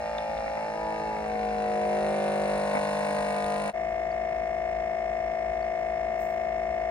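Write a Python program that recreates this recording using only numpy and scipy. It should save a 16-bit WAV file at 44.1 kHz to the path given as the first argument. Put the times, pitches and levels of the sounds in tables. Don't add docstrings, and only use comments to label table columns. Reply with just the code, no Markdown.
import sys
import numpy as np
from scipy import signal
from scipy.fft import rfft, irfft
from scipy.io import wavfile
from scipy.ndimage import map_coordinates

SR = 44100
rng = np.random.default_rng(int(sys.argv[2]) if len(sys.argv) > 2 else 0)


def output_pcm(signal):
    pcm = np.clip(np.atleast_2d(signal).T, -1, 1) * 32767
    wavfile.write(sys.argv[1], SR, np.round(pcm).astype(np.int16))


N = 304290
TIME = np.arange(N) / SR
BINS = np.fft.rfftfreq(N, 1 / SR)
SWITCH_S = 3.728


def from_db(db):
    return 10 ** (np.asarray(db) / 20)


def rms_one(x):
    return x / np.sqrt(np.mean(np.abs(x) ** 2) + 1e-20)


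def in_time(rows):
    seconds, *columns = np.transpose(rows)
    return [np.interp(TIME, seconds, column) for column in columns]


def at_hz(points, hz, axis=1):
    points = np.array(points)
    return np.interp(np.log(hz + 1e-9), np.log(points[:, 0]), points[:, axis])


def colour(x, spectrum):
    return irfft(rfft(x) * from_db(at_hz(spectrum, BINS)), N)


def drift(rate):
    knots = rng.standard_normal(2048)
    return np.interp(TIME * rate, np.arange(len(knots)), knots)


# frequency in Hz, side against mid in dB.
WIDTH = [(60, -19.5), (200, -3.5), (700, 9), (1300, -3.5), (2400, 8), (3900, -2.5), (6000, 4), (9000, -1),
         (14000, 3)]
DIRECT_SHARE = 0.6


def widen(pair):
    direct = 1j * np.sqrt(DIRECT_SHARE) * rfft(pair[0])
    diffuse = np.sqrt(1 - DIRECT_SHARE) * rfft(pair[1])
    side = irfft((direct + diffuse) * from_db(at_hz(WIDTH, BINS)), N)
    return np.array([pair[0] + side, pair[0] - side])


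def noise():
    return widen(rng.standard_normal((2, N)))


# frequency in Hz, width in Hz, gain in dB at depth 1.
HOUSING = [(1248, 70, -4), (1490, 86, 0.5), (1640, 140, 10.5), (1895, 170, 10), (2120, 350, 8.5),
           (2490, 73, 10), (2684, 150, 14), (3040, 140, 5.5), (3510, 120, 12.5), (4122, 150, 10.5),
           (4466, 95, 12), (4870, 68, 8.5), (5224, 63, 17.5), (5560, 110, 4), (6030, 72, 6.5)]


def housing(x, depth):
    out = x
    for hz, width_hz, gain_db in HOUSING:
        b, a = signal.iirpeak(hz, hz / width_hz, fs=SR)
        out = out + (from_db(depth * gain_db) - 1) * signal.lfilter(b, a, x)
    return out


def scatter(x, case_t60, room_db, room_t60):
    age = TIME[:SR // 2]
    decay = from_db(-60 * age / case_t60) + from_db(room_db - 60 * age / room_t60)
    response = rng.standard_normal((2, len(age))) * decay
    response /= np.sqrt(np.sum(response ** 2) / 2)
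    return widen(signal.fftconvolve(x[None], response, axes=1)[:, :N])


def strokes(turns, share):
    at = np.interp(np.arange(int(turns[-1])) + share, turns, np.arange(N)).clip(0, N - 2)
    clicks = np.zeros(N)
    clicks[at.astype(int)] = 1 - at % 1
    clicks[at.astype(int) + 1] = at % 1
    return clicks


# frequency in Hz, left against right in dB,
# phase in radians by which the left microphone port leads.
PORTS = [(55, 0.5, -0.01), (205, 1.4, 0.48), (310, 2.9, -0.37), (400, -3.5, -0.95), (490, -2.9, 0.83),
         (555, -1.1, 0.63), (610, -2.3, 0.65), (655, 5.6, 0.72), (712, 7.2, 0.31), (765, 5.8, 0.37),
         (818, -0.3, 0.44), (870, 3.1, 0.07), (990, 5.8, 0.43), (1200, 0, 0)]


def partial(turns, order, shaft_hz, delay):
    hz = order * shaft_hz
    tilt, lead = from_db(at_hz(PORTS, hz) / 2), at_hz(PORTS, hz, axis=2)
    angle = 2 * np.pi * order * turns - delay
    left = tilt * np.cos(angle + lead / 2)
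    right = np.cos(angle - lead / 2) / tilt
    return np.array([left, right]) * np.sqrt(2 / (tilt ** 2 + tilt ** -2))


MULTIPLES = np.arange(1, 49)


def ring_lag(partials):
    level = np.log(from_db(np.interp(np.arange(64), *np.transpose(partials))))
    mirrored = np.r_[level, level[-2:0:-1]]
    return signal.hilbert(mirrored).imag[MULTIPLES]


# multiple of the shaft rate, relative level in dB.
FREE_FLOW = [(3, -17), (8, -24), (9, -5.5), (10, -1), (11, 1), (12, 0), (13, -3), (14, -6), (15, 0),
             (16, -3.5), (17, -36), (18, -16), (20, -38), (21, -22), (22, -18), (24, -18), (25, -19),
             (29, -24), (30, -26), (32, -19), (33, -20), (34, -17), (40, -18.5), (44, -21.5)]
FIRST_PULL = [(3, -15), (6, -11), (7, -37), (8, -8.5), (9, -6.5), (10, -4), (11, -6.5), (12, -1), (13, -23),
              (14, -11.5), (15, -5.5), (16, 3.5), (17, -31), (18, -3.5), (21, -27), (23, -12.5),
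              (27, -16.5), (31, -19), (33, -15.5), (41, -23)]
DRAWING = [(3, -20), (6, -13.5), (7, -16.5), (8, -6), (9, 2.5), (10, -10.5), (11, -5.5), (12, -1),
           (13, -6.5), (14, 6), (16, -4), (17, -28), (18, -12), (19, -14), (20, -17), (21, -40),
           (25, -19.5), (28, -18.5), (32, -23), (33, -32), (34, -16.5), (36, -31), (37, -22), (41, -18),
           (45, -23.5)]
LABOURING = [(3, -11.5), (7, -2), (8, -7), (9, 2.5), (10, 1), (11, 4.5), (12, 7.5), (13, -3), (14, 6.5),
             (15, 0.5), (16, -36), (17, -7), (18, -11.5), (19, -7.5), (20, -11.5), (23, -15.5), (25, -17.5),
             (27, -14), (28, -20), (32, -30), (33, -25.5), (34, -19), (35, -18), (37, -15.5), (41, -16),
             (46, -19)]
BAG_TIGHT = [(3, -13.5), (6, -12), (9, -0.5), (10, -4.5), (11, -1.5), (12, 4.5), (13, -5.5), (14, 5),
             (15, -23), (16, -5.5), (17, -5.5), (18, -7.5), (19, -8), (20, -11), (21, -10), (24, -14.5),
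             (25, -31), (26, -27), (29, -17.5), (31, -36), (32, -12.5), (33, -19), (35, -33), (37, -15),
             (44, -22)]
NO_AIR = [(3, -12.5), (5, -24), (6, -11), (7, -14), (8, -19.5), (9, 0), (10, -4.5), (11, -1.5), (12, 1),
          (13, 1.5), (14, 6.5), (15, -15), (16, -4.5), (17, -7), (18, -11.5), (19, -6.5), (20, -6.5),
          (22, -16), (24, -9.5), (28, -13), (32, -18), (37, -19), (44, -22)]
STROKE_SHAPES = [(0, .14, .04, .25), (.4, .46, 0, .23), (1, .65, 0, .25), (2, .26, .13, .26),
                 (3, .5, .13, .49), (4, .45, .05, .49)]
SWEEP_CENTRE, RAP_FROM = 11.5, 20
ECHO_DEPTH, ECHO_SHARE = 0.85, 0.3


def at_load(load, values):
    loads = np.transpose(STROKE_SHAPES)[0]
    return np.array([[np.interp(load, loads, column)] for column in values.T])


def loaded_drone(turns, shaft_hz, load):
    gains, delays = np.zeros((2, len(STROKE_SHAPES), len(MULTIPLES)))
    for k, partials in enumerate((FREE_FLOW, FIRST_PULL, DRAWING, LABOURING, BAG_TIGHT, NO_AIR)):
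        _, blow, sweep, rap = STROKE_SHAPES[k]
        for order, level_db in partials:
            gains[k, round(order) - 1] = from_db(level_db)
        ring = ring_lag(partials) + np.pi + 2 * np.pi * MULTIPLES * blow
        ring = ring + sweep * (MULTIPLES - SWEEP_CENTRE) ** 2
        delays[k] = np.where(MULTIPLES < RAP_FROM, ring, 2 * np.pi * MULTIPLES * rap)
    delays += ECHO_DEPTH * np.sin(2 * np.pi * MULTIPLES * ECHO_SHARE)
    delays = np.unwrap(delays, axis=0)
    loads, cycle = np.linspace(0, 4, 41), np.linspace(0, 1, 1025)
    waves = []
    for step in loads:
        parts = partial(cycle, MULTIPLES[:, None], shaft_hz, at_load(step, delays))
        waves.append(rms_one(np.sum(at_load(step, gains) * parts, axis=1)))
    where = [load / loads[1], turns % 1 * (len(cycle) - 1)]
    sides = np.stack(waves, axis=1)
    return np.array([map_coordinates(side, where, order=1, mode="nearest") for side in sides])


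WAVER_DB, WAVER_DELAY_S = -7.5, 0.007562
WAVER_SWING_S, WAVERS_PER_S = 0.00046, 2.277


def waver(x):
    earlier = TIME - WAVER_DELAY_S - WAVER_SWING_S * drift(WAVERS_PER_S)
    return x + from_db(WAVER_DB) * np.array([np.interp(earlier, TIME, side) for side in x])


# time in seconds, half length in seconds, rise of unevenness in dB.
GULPS = [(1.529, 0.049, 4.5), (2.765, 0.036, 14.5), (3.05, 0.18, 4.5), (3.3, 0.098, 5.5),
         (3.69, 0.068, 3.5)]
PUMP_UNEVEN_DB, SEAL_UNEVEN_DB = -23, -40


def unevenness_db():
    swell = sum(rise_db * np.exp(-((TIME - s) / length) ** 2) for s, length, rise_db in GULPS)
    return np.where(TIME < SWITCH_S, PUMP_UNEVEN_DB + swell, SEAL_UNEVEN_DB)


# share of a turn, relative force in dB at free flow, the same with no air left.
VALVES = [(.225, 1, -3), (.46, -10, 3), (.6, -8, -16), (.82, -12, -8)]
PUFF_LAG, PUFF_LENGTH = 0.02, 0.24


def valve_strokes(turns, tight):
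    clicks, puffs = 0, 0.25
    for share, free_db, tight_db in VALVES:
        force = from_db(free_db + tight * (tight_db - free_db))
        clicks = clicks + force * strokes(turns, share)
        puffs = puffs + force * np.exp(-((turns - share - PUFF_LAG) % 1) / PUFF_LENGTH)
    return clicks, puffs


# frequency in Hz, relative level in dB.
TICK_COLOUR = [(700, -23), (1000, 12), (1400, -0.5), (1800, -1), (2350, -7.5), (2800, -12), (3250, -15),
               (3600, -13.5), (4400, -12.5), (5300, -21), (6500, -22), (10000, -27.5), (12000, -75)]


def valve_ticks(clicks):
    rattle = scatter(clicks * from_db(1.2 * drift(100)), case_t60=0.014, room_db=-18, room_t60=0.3)
    return rms_one(housing(colour(rattle, TICK_COLOUR), depth=0.7))


# frequency in Hz, relative level in dB.
AIR_COLOUR = [(700, -10), (1000, -7.5), (1500, -3.5), (2300, 3.5), (2900, 0), (3500, -4), (4400, 4),
              (5300, -4.5), (6400, -0.5), (8000, -4.5), (10000, -18), (11000, -31.5), (15500, -5.5)]
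JET_COLOUR = [(6300, -35), (6800, -2.5), (8000, -10.5), (8550, 8), (9050, -6.5), (9500, 13.5), (10100, -1),
              (10900, -36), (14000, -13.5), (15500, -25.5)]


def exhaust(puffs):
    pulsed = noise() * puffs
    air = rms_one(housing(colour(pulsed, AIR_COLOUR), depth=1.1))
    jet = rms_one(colour(pulsed, JET_COLOUR))
    return air, jet


# frequency in Hz, relative level in dB.
FLAP_COLOUR = [(2500, -5), (3600, -13), (4300, 1.5), (5700, 2.5), (6400, -10), (9000, -7), (11000, -40)]
FLAP_SHARE = 0.8


def flap(turns):
    rattle = scatter(strokes(turns, FLAP_SHARE), case_t60=0.03, room_db=-19, room_t60=0.27)
    return rms_one(housing(colour(rattle, FLAP_COLOUR), depth=1))


# time in seconds, load from 0 free flow, 1 drawing down, 2 labouring,
# 3 bag tight to 4 no air left.
LOAD = [(0, 0), (.55, .03), (.88, .4), (1.1, .55), (1.38, 1), (1.55, 1.1), (2.1, 1.95), (2.4, 2.1),
        (2.8, 3), (3.15, 3.1), (3.42, 4)]
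# drone, counter hum, valve ticks, exhaust air,
# jet hiss, intake flap and knock, all in dB.
LOAD_LEVELS = [(-32.5, -48, -47.5, -54.5, -68, -57.5, -70), (-31.5, -37, -44.5, -53.5, -66, -62, -73),
               (-26.5, -34, -39, -50.5, -55.5, -60, -61), (-27.5, -35.5, -40, -47.5, -53, -56, -50),
               (-29.5, -36.5, -42, -50, -55, -61.5, -43)]
PUMP_PAN_DB = -0.5


def pumping(turns, shaft_hz):
    load, = in_time(LOAD)
    layers_db = [np.interp(load, np.arange(len(c)), c) for c in np.transpose(LOAD_LEVELS)]
    drone_db, hum_db, tick_db, air_db, jet_db, flap_db, knock_db = layers_db
    uneven = from_db(unevenness_db())
    uneven_turns = turns + 0.012 * uneven * drift(80)
    force_db = uneven * (3.9 * drift(110) + 5.4 * drift(21.88))
    drone = waver(loaded_drone(uneven_turns, shaft_hz, load)) * from_db(drone_db + force_db)
    hum = from_db(hum_db) * partial(turns, order=4, shaft_hz=shaft_hz, delay=0)
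    body = (drone + hum) * from_db(PUMP_PAN_DB * np.array([[1], [-1]]) / 2)
    wobble = from_db(-55.5) * partial(turns, order=1, shaft_hz=shaft_hz, delay=0)
    clicks, puffs = valve_strokes(turns, tight=load / load.max())
    ticks = from_db(tick_db) * valve_ticks(clicks)
    air, jet = exhaust(puffs)
    breath = from_db(air_db) * air + from_db(jet_db) * jet
    contacts = from_db(flap_db) * flap(turns) + from_db(knock_db) * knock(turns, uneven)
    return body + wobble + ticks + breath + contacts


# frequency in Hz, relative level in dB.
SPUTTER_COLOUR = [(70, -8), (160, -2.5), (300, 7), (450, -8.5), (700, 10), (1050, 3.5), (1500, -3),
                  (2300, 0.5), (3200, -46.5)]


def sputter(turns):
    pulses = 0.4 + np.exp(-((turns - 0.25) % 1) / 0.3)
    gulps = pulses * from_db(3 * drift(90))
    return from_db(unevenness_db() - 19.5) * rms_one(colour(noise() * gulps, SPUTTER_COLOUR))


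# frequency in Hz, relative level in dB.
ROOM_COLOUR = [(20, -25), (38, -23), (52, -2.5), (70, -7), (110, -15), (160, -14), (260, -18), (450, -20),
               (700, -20), (1200, -30), (2200, -30), (3500, -41), (9000, -46), (15000, -110)]


def room():
    return from_db(-46) * rms_one(colour(noise(), ROOM_COLOUR))


# time in seconds, peak in dB, time to fade by 60 dB in seconds
BRUSHES = [(3.9, -75, 1), (5.68, -87, .9), (5.801, -73, .2), (6.13, -73, -1), (6.205, -56.5, 0.6),
           (6.255, -64, -1.5), (6.31, -70, -2), (6.46, -83, -5)]
BRUSH_ATTACK_S, CRINKLE_DB = 0.013, -90


def brushing():
    level = from_db(CRINKLE_DB)
    for s, db, t60 in BRUSHES:
        age = TIME - s
        swell = np.exp(np.minimum(age, 0) / BRUSH_ATTACK_S)
        fade = from_db(db - 60 * np.maximum(age, 0) / np.clip(t60, 1e-2, 1))
        level = level + swell * fade
    return level


# frequency in Hz, relative level in dB.
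RUSTLE_COLOUR = [(2000, -19), (5000, -0.5), (8000, 10.5), (11000, -8.5), (13500, 12), (16000, 4)]


def rustle():
    grain_levels = from_db(4 * rng.standard_normal(N // 64 + 1)).repeat(64)[:N]
    return brushing() * rms_one(colour(noise() * grain_levels, RUSTLE_COLOUR))


# time in seconds, relative level in dB.
SINGLE_CLICKS = [(0.1832, -28), (0.3769, -38), (3.443, -36)]
# frequency in Hz, relative level in dB.
SINGLE_CLICK_COLOUR = [(600, -4.5), (1300, 2.5), (2400, -2.5), (3600, 5.5), (4500, -11), (9000, -31),
                       (15000, -59)]


def snaps_and_single_knock():
    clicks = np.zeros(N)
    for s, db in SINGLE_CLICKS:
        clicks[round(s * SR)] = from_db(db + 20.5)
    rattle = scatter(clicks, case_t60=0.013, room_db=-26.0, room_t60=0.35)
    return colour(rattle, SINGLE_CLICK_COLOUR)


# frequency in Hz, relative level in dB.
KNOCK_COLOUR = [(500, -13), (850, 7.5), (1100, -10.5), (1500, 11), (2300, -23), (3200, -38), (8000, -48.5)]


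def knock(turns, uneven):
    uneven_turns = turns + 0.02 * uneven * drift(80)
    clicks = strokes(uneven_turns, 0.465) * from_db(1.8 * drift(60))
    rattle = scatter(clicks, case_t60=0.0047, room_db=-17.5, room_t60=0.29)
    return rms_one(colour(rattle, KNOCK_COLOUR))


BREAK_S = 3.724
BREAK_DEPTH_DB, BREAK_FALL_S, BREAK_RISE_S = 21.5, 0.0286, 0.025


def changeover():
    away = np.maximum((BREAK_S - TIME) / BREAK_FALL_S, (TIME - BREAK_S) / BREAK_RISE_S)
    return from_db(-BREAK_DEPTH_DB * np.clip(1 - away, 0, 1))


# multiple of the shaft rate, relative level in dB.
SEAL_DRONE = [(1.0, -16.5), (3.0, -24.5), (4.0, -20), (6.0, -22.5), (6.5, -23), (7.0, -20), (7.5, -25),
              (8.0, -21), (9.0, -19), (10.0, -17), (10.5, -29), (11.0, -13.5), (11.5, -13.5), (12.0, 1.5),
              (12.5, -13.5), (13.0, -1), (13.5, -14), (14.0, -24), (15.0, -16.5), (16.0, -24.5),
              (17.0, -27), (18.0, -25), (19.0, -25.5), (21.0, -28), (22.0, -26), (23.0, -38.5),
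              (25.0, -32.5), (32.0, -35.5), (33.0, -22.5), (33.5, -40.5), (34.0, -35.5), (38.0, -22.5),
              (40.0, -23), (40.5, -26), (41.0, -46.5), (44.5, -39.5), (45.0, -36), (49.0, -39),
              (54.0, -43.5), (66.0, -43.5)]


def unloaded_drone(turns, shaft_hz, ring_hz, ring_width_hz, dispersion, smear):
    cycle = np.linspace(0, 2, 4097)
    wave, knee = 0, 6.5
    for order, level_db in SEAL_DRONE:
        halves = round(2 * order)
        delay = np.arctan2(halves / 2 * shaft_hz - ring_hz, ring_width_hz)
        delay += smear * rng.standard_normal()
        delay += dispersion * min(halves / 2 - ring_hz / shaft_hz, knee) ** 2
        delay += np.pi / 2 * (halves % 2)
        wave = wave + from_db(level_db) * partial(cycle, halves / 2, shaft_hz, delay)
    return np.array([np.interp(turns % 2, cycle, side) for side in rms_one(wave)])


# share of two turns, relative level in dB.
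SEAL_TAPS = [(0.245, -18), (.29, 1), (.41, 5.5), (0.746, -2.5), (.79, 7.5), (0.856, -11), (0.921, 6)]
# frequency in Hz, relative level in dB.
SEAL_COLOUR = [(250, -14), (400, 8.5), (900, 6), (1200, 5.5), (1500, -4), (1800, 0.5), (2150, -1),
               (2400, -14), (2900, -15.5), (3600, -22), (4300, -18.5), (4800, -27.5), (5300, -15.5),
               (6400, -26.5), (9500, -32.5), (11500, -49.5), (15500, -35)]
SEAL_DRONE_DB, SEAL_CLIMB_DB_PER_S = -29.5, 0.16


def sealing(turns, shaft_hz):
    drone_db = SEAL_DRONE_DB + SEAL_CLIMB_DB_PER_S * (TIME - SWITCH_S)
    drone = from_db(drone_db) * unloaded_drone(turns - 0.7, shaft_hz, ring_hz=704.8, ring_width_hz=215,
                                               dispersion=0.304, smear=0.61)
    clicks = sum(from_db(db) * strokes(turns / 2, share) for share, db in SEAL_TAPS)
    rattle = scatter(clicks * from_db(0.3 * drift(100)), case_t60=0.016, room_db=-25, room_t60=0.29)
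    ticks = from_db(-43.0) * rms_one(housing(colour(rattle, SEAL_COLOUR), depth=1.0))
    puffs = 0.3 + np.exp(-((turns - 0.52) % 1) / 0.28)
    air = from_db(-59.5) * rms_one(housing(colour(noise() * puffs, SEAL_COLOUR), depth=1))
    return drone * from_db([[0.3], [-0.6]]) + ticks + air


# time in seconds, level in dB, frequency in Hz.
SQUEAKS = [(4.119, -49, 4610), (5.627, -50, 4500)]


def squeaks():
    chirps = 0
    for s, db, hz in SQUEAKS:
        age = TIME - s
        swell = from_db(db) * np.exp(-(age / 0.0025) ** 2)
        chirps = chirps + swell * np.sin(2 * np.pi * hz * age * (1 + 2.5 * age))
    return chirps


# time in seconds, speed in turns per second.
SPEED = [(0, 54.925), (0.35, 54.583), (0.7, 54.107), (1, 53.587), (1.35, 52.863), (1.7, 52.093),
         (2.1, 51.38), (2.4, 51.031), (2.75, 50.85), (3.1, 50.797), (3.4, 50.903), (3.71, 51.218),
         (3.74, 54.565), (4.6, 54.593), (6.9, 54.614)]


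def scene():
    speed, = in_time(SPEED)
    turns = np.cumsum(speed) / SR
    first = TIME < SWITCH_S
    pump = np.where(first, pumping(turns, speed[first].mean()), sealing(turns, speed[~first].mean()))
    film = squeaks() + rustle()
    return (pump + sputter(turns) + snaps_and_single_knock() + film + room()) * changeover()


CUTOFF_HZ = 15850


def record(dry):
    return signal.sosfilt(signal.ellip(10, 0.1, 80, CUTOFF_HZ, fs=SR, output="sos"), dry)


dry = scene()
out = record(dry)
output_pcm(out)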